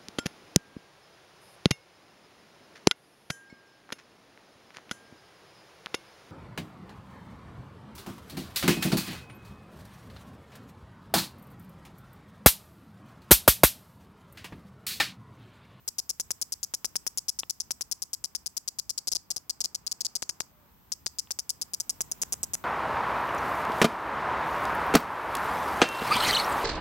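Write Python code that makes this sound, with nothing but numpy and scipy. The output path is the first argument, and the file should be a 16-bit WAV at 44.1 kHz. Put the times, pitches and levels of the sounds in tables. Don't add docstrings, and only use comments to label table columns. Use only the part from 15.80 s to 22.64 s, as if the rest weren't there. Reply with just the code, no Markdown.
import sys
import numpy as np
from scipy import signal
from scipy.fft import rfft, irfft
from scipy.io import wavfile
from scipy.ndimage import uniform_filter1d, minimum_filter1d

SR = 44100
rng = np.random.default_rng(int(sys.argv[2]) if len(sys.argv) > 2 else 0)


def put_to_file(sound):
    columns = np.atleast_2d(sound).T
    safe = np.clip(columns, -1, 1)
    whole_steps = np.round(safe * 32767)
    wavfile.write(sys.argv[1], SR, whole_steps.astype(np.int16))


N = 301644
TIME = np.arange(N) / SR
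FREQ = np.arange(N // 2 + 1) * SR / N

# start in seconds, strength in dB, snap of the last rib in dB
PULLS = [(0.0778, 1, -10), (0.1834, 3, 10), (0.2934, 3, 8), (0.3987, 1, -2), (0.5065, 2, -8),
         (0.6144, 4, 3), (0.722, -2, 4), (0.8307, -1, 5), (0.9383, 1, -2), (1.0458, 3, 4), (1.1561, 3, -4),
         (1.2659, 3, -3), (1.3745, 5, 7), (1.4832, 5, 11), (1.589, 0, 1), (1.6969, 2, -7), (1.8017, -5, 3),
         (1.9076, 2, -6), (2.0097, -2, 0), (2.1141, 4, 4), (2.2201, -3, 2), (2.332, -1, 1), (2.4408, -3, 2),
         (2.55, -3, 2), (2.66, -2, 1), (2.7677, 2, -10), (2.8772, 2, -9), (2.9866, 2, -8), (3.0944, 2, 5),
         (3.1777, -1, -8), (3.2726, 3, 10), (3.3172, 3, 14), (3.3505, 3, 12), (3.5041, 3, 3),
         (3.5629, -8, 2), (3.6959, 1, -9), (3.8049, 4, 1), (3.8404, 2, 14), (3.9468, -2, -14),
         (4.0656, -2, -11), (4.1144, -1, -23), (4.2067, -2, -14), (4.2492, 0, 11), (4.3533, 0, 3),
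         (4.422, -8, -4), (4.4925, -12, -4), (4.6027, -9, -3), (5.1196, -7, -1), (5.2615, -6, 1),
         (5.3859, 0, 0), (5.5079, -3, -12), (5.5893, -6, -6), (5.6935, 1, 3), (5.8147, 0, -1),
         (5.9354, -1, -9), (6.0009, -6, -4), (6.0945, 0, -5), (6.207, -1, -11), (6.3153, -14, -9),
         (6.417, 3, 9), (6.5234, 0, 6), (6.6312, -4, -5), (6.7351, 1, 9)]
# pitch in Hz, time constant in ms.
BODY_RESONANCES = [(560, 0.16), (3700, 0.11), (5200, 0.29), (6250, 0.16), (7400, 0.25), (10400, 0.17),
                   (14000, 0.071)]
# how hard the rib rings each body resonance, in dB, one column per resonance.
RIB_RINGS = [(-28.5, -27, -14, -29, -10, -21.5, -24.5), (-22, -28.5, -3.5, -7, -85, -13.5, -31.5),
             (-34.5, -30.5, -14.5, -27.5, -15.5, -23.5, -35.5), (-28.5, -36.5, -10, -17.5, -16, -19, -20.5),
             (-33, -31, -9.5, -19, -22, -22.5, -52.5), (-38, -50.5, -18, -25.5, -30.5, -30, -46)]
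LATER_RIBS_MS = [3.33, 5.67, 7.5, 12.45]
# time in seconds, abdomen resonance in Hz, abdomen in dB,
# middle resonances in dB, upper resonance in dB, low thump in dB, first to second rib in ms,
# extra left minus right in dB.
POSE = [(0, 5110, -2, 2.1, 6.5, 1, 3.73, -4), (1.4, 5310, 0.3, 1, 5.5, -2.5, 3.74, -3.3),
        (2.8, 5050, -0.5, 1.5, 4.3, -2, 4.05, -0.5), (3.4, 4960, 0, 0.8, 3, 2.5, 4, -3),
        (4.0, 4960, -1, -0.3, 0, -0.5, 4.36, -4.5), (4.6, 4880, 2, 4, 4, 4, 3.67, -2.5),
        (5.2, 5120, 2, 4, 2.5, -6, 4.05, -2), (5.9, 5090, 0, -0.5, 6, 1.5, 4.55, -5.5),
        (6.35, 5160, -5.5, 4, 8, 5.5, 4.43, -7.5), (6.84, 5030, -9.5, 1.8, 7.5, 5.5, 3.7, -6.5)]
RIGHT_SHADE_DB = [-14.5, -22, -15.5, -6.5, -3.5, -13.5, -8]
# typical delay in ms, level in dB.
PALM_BOUNCES = [(0.928, -19), (1.448, -16.5), (2.7, -15.5)]
# pitch in Hz, level in dB.
FAR_COLOUR = [(3900, -6), (4700, 0.5), (5500, -4), (6500, 2), (7200, 0), (8300, 9), (9200, -3.5),
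              (14000, -4.5)]
# time in seconds, relative peak in dB.
POPS = [(0.3987, -20), (0.5066, -16), (0.9388, -19.5), (1.046, -16), (1.1564, -14), (1.266, -16),
        (1.9078, -18.5), (2.01, -23), (2.4411, -30.5), (2.5503, -25), (4.4262, -8.5), (4.4961, -15.5),
        (4.6058, -3.5), (5.1199, -29), (5.2656, -11.5), (5.507, -21), (5.5896, -27.5), (6.2073, -19.5),
        (6.434, -18), (6.5404, -26.5), (6.753, -20.5)]
# start in seconds, level in dB.
TICKS = [(1.6334, -8.5), (5.4729, -29.5)]
# pitch in Hz, time constant in ms, level in dB.
TICK_RESONANCES = [(556, 1, -26.5), (1120, 0.35, -7.5), (1850, .6, -12.5), (2950, 0.28, -5),
                   (3380, 0.43, -15)]
# time in seconds, then relative levels of rumble, murmur and hiss, each in dB.
AIR_LEVELS = [(0.0, -67.5, -75, -68), (0.91, -64, -73, -67), (3.07, -68, -74.5, -71.5),
              (4.25, -70.5, -69, -72.5), (5.31, -60, -74, -66.5), (5.72, -66.5, -71, -68),
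              (6.44, -57, -64.5, -61.5), (6.84, -56.5, -64, -63)]
# pitch in Hz, relative level per Hz in dB.
AIR_COLOUR = [(15, 2), (25, -5.5), (69, 2.5), (122, -4), (188, -5), (552, -19.5), (970, -14), (1750, -24),
              (2300, -26), (4260, -32.5), (8350, -36.5), (11200, -40), (13500, -22.5), (15500, -27.5)]

RIGHT_LAG_MS = 0.33
EARLY_SHARE = 0.083
DETUNE = 0.024
TOP_HZ = 16200


def tymbal(slip_ms=0.059, rib_scatter_db=1.0, ring_scatter_db=1.58, lag_scatter_ms=0.024, bounce_scatter=0.062):
    out = np.zeros((2, N))
    body_hz, tau_ms = np.transpose(BODY_RESONANCES)
    for s, pull_db, last_db in PULLS:
        abdomen_hz, abdomen_db, mid_db, upper_db, thump_db, gap_ms, pan_db = read(POSE, s)
        pose_db = np.array([thump_db, 0, abdomen_db, mid_db, mid_db, upper_db, upper_db / 2])
        snaps_ms = np.r_[0, gap_ms, gap_ms + np.array(LATER_RIBS_MS)]
        early_db = EARLY_SHARE * pull_db
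        forces_db = [early_db, early_db, pull_db, pull_db, pull_db, last_db]
        for ms, force_db, rib_db in zip(snaps_ms, forces_db, RIB_RINGS):
            slip, force, lag = rng.standard_normal(size=3)
            loose = ms > gap_ms
            hz = np.r_[body_hz[:2], abdomen_hz, body_hz[3:]]
            hz = hz * (1 + DETUNE * rng.standard_normal(len(hz)))
            snap_db = np.array(rib_db) + force_db + pose_db
            snap_db = snap_db + loose * rib_scatter_db * force
            snap_db = snap_db + ring_scatter_db * rng.standard_normal(len(hz))
            left_view = (0, 0)
            right_view = (RIGHT_LAG_MS + lag_scatter_ms * lag, np.array(RIGHT_SHADE_DB) - pan_db)
            for microphone, (lag_ms, view_db) in zip(out, [left_view, right_view]):
                direct_ms = ms + loose * slip_ms * slip + lag_ms
                paths = [(0, 0)]
                for delay_ms, bounce_db in PALM_BOUNCES:
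                    paths.append((delay_ms * (1 + bounce_scatter * rng.standard_normal()), bounce_db))
                for path_ms, path_db in paths:
                    arrival_s = s + (direct_ms + path_ms) / 1000
                    add_rings(microphone, arrival_s, hz, tau_ms, snap_db + view_db + path_db)
    return out


def cicada(echo_left_db=-3):
    near = tymbal()
    sent_out = shape(near[0], colour(FAR_COLOUR))
    far = echoes(sent_out, db=-28, t60_s=0.24, delay_s=0.012)
    return near + far * undb([[echo_left_db], [0]])


def pops(width_ms=0.04, gain_db=2, right_db=-26, low_hz=130):
    out = np.zeros(N)
    for s, db in POPS:
        i = int(s * SR) + np.arange(-40, 40)
        offset_ms = (TIME[i] - s) * 1000
        out[i] += undb(db + gain_db) * np.exp(-0.5 * (offset_ms / width_ms) ** 2)
    high_pass = signal.butter(1, low_hz, "high", fs=SR, output="sos")
    return np.outer([1, undb(right_db)], signal.sosfilt(high_pass, out))


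def tick(tail_db=-19, top_hz=4200):
    out = np.zeros(N)
    for s, db in TICKS:
        for hz, tau_ms, ring_db in TICK_RESONANCES:
            add_rings(out, s, np.array([hz]), np.array([tau_ms]), ring_db + db)
    out = shape(out, 1 / np.sqrt(1 + (FREQ / top_hz) ** 20))
    return out + echoes(out, db=tail_db, t60_s=0.025, delay_s=0.002)


def far_tone(s=4.79, half_s=0.09, hz=598, fall=0.015, db=-68):
    u = np.clip((TIME - s) / half_s, -1, 1)
    pitch_hz = hz * (1 - fall * u) + 16 * walk(90)
    level = undb(db + 2 * walk(40)) * np.sqrt(1 - u ** 2)
    return level * np.sin(2 * np.pi * np.cumsum(pitch_hz) / SR)


def background(murmur_gain_db=5, hiss_gain_db=5, alike_hz=400, hiss_hz=3000, flutter_db=2, waver_db=1):
    rumble_db, murmur_db, hiss_db = read(AIR_LEVELS, TIME)
    mid, side = (unit(shape(rng.standard_normal(N), colour(AIR_COLOUR))) for _ in range(2))
    side = shape(side, np.sqrt((FREQ + 0.033 * alike_hz) / (FREQ + alike_hz)))
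    both = np.array([mid + side, mid - side])
    low = shape(both, 1 / (1 + (FREQ / hiss_hz) ** 2))
    rumble = shape(low, 1 / (1 + (FREQ / 220) ** 2))
    return (unit(rumble) * undb(rumble_db + flutter_db * walk(19))
            + unit(low - rumble) * undb(murmur_db + murmur_gain_db + waver_db * walk(12))
            + unit(both - low) * undb(hiss_db + hiss_gain_db))


def add_rings(out, s, hz, tau_ms, db, size=180):
    start = int(s * SR)
    t = np.maximum(np.arange(start, start + size) / SR - s, 0)
    age = t / (tau_ms[:, None] / 1000)
    rings = age * np.exp(-age) * np.sin(2 * np.pi * hz[:, None] * t)
    signs = (-1) ** np.arange(len(hz))
    gain = undb(db) * signs / np.linalg.norm(rings, axis=1)
    room = out[start:start + size]
    room += (gain @ rings)[:len(room)]


def echoes(x, db, t60_s, delay_s):
    t = TIME[:SR // 2]
    envelope = undb(-60 * t / t60_s) * (1 - np.exp(-(t / delay_s) ** 2))
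    tail = rng.standard_normal((2, len(t))) * envelope
    tail /= np.linalg.norm(tail, axis=1, keepdims=True)
    return undb(db) * signal.fftconvolve(x[None], tail, axes=1)[:, :N]


def undb(db):
    return 10 ** (np.asarray(db) / 20)


def unit(x):
    return x / np.sqrt(np.mean(x ** 2))


def read(table, t):
    s, *columns = np.transpose(table)
    return [np.interp(t, s, c) for c in columns]


def colour(points):
    hz, db = np.transpose(points)
    return undb(np.interp(np.log(FREQ + 1), np.log(hz), db))


def shape(x, gain):
    return irfft(rfft(x) * gain, N)


def walk(rate):
    k = int(SR / rate)
    steps = np.repeat(rng.standard_normal(N // k + 1), k)
    return unit(uniform_filter1d(uniform_filter1d(steps, k), k)[:N])


def held_peak(x, hold_s):
    return -minimum_filter1d(-np.abs(x).max(axis=0), int(hold_s * SR)) + 1e-9


def scene():
    return undb(3.5) * (cicada() + pops()) + tick() + background() + far_tone()


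def record(dry, threshold_db=-40, slope=0.15, hold_s=0.0037, ease_s=0.027):
    over_db = np.maximum(20 * np.log10(held_peak(dry, hold_s)) - threshold_db, 0)
    ducked = dry * undb(uniform_filter1d(-slope * over_db, int(ease_s * SR)))
    limit_gain = np.minimum(0.36 / held_peak(ducked, 0.002), 1)
    limited = ducked * uniform_filter1d(limit_gain, size=44)
    bass_cut = signal.butter(3, 46, "high", fs=SR, output="sos")
    top_cut = signal.ellip(8, 0.2, 70, TOP_HZ, fs=SR, output="sos")
    return signal.sosfilt(top_cut, signal.sosfilt(bass_cut, limited))


dry = scene()
out = record(dry)
put_to_file(out)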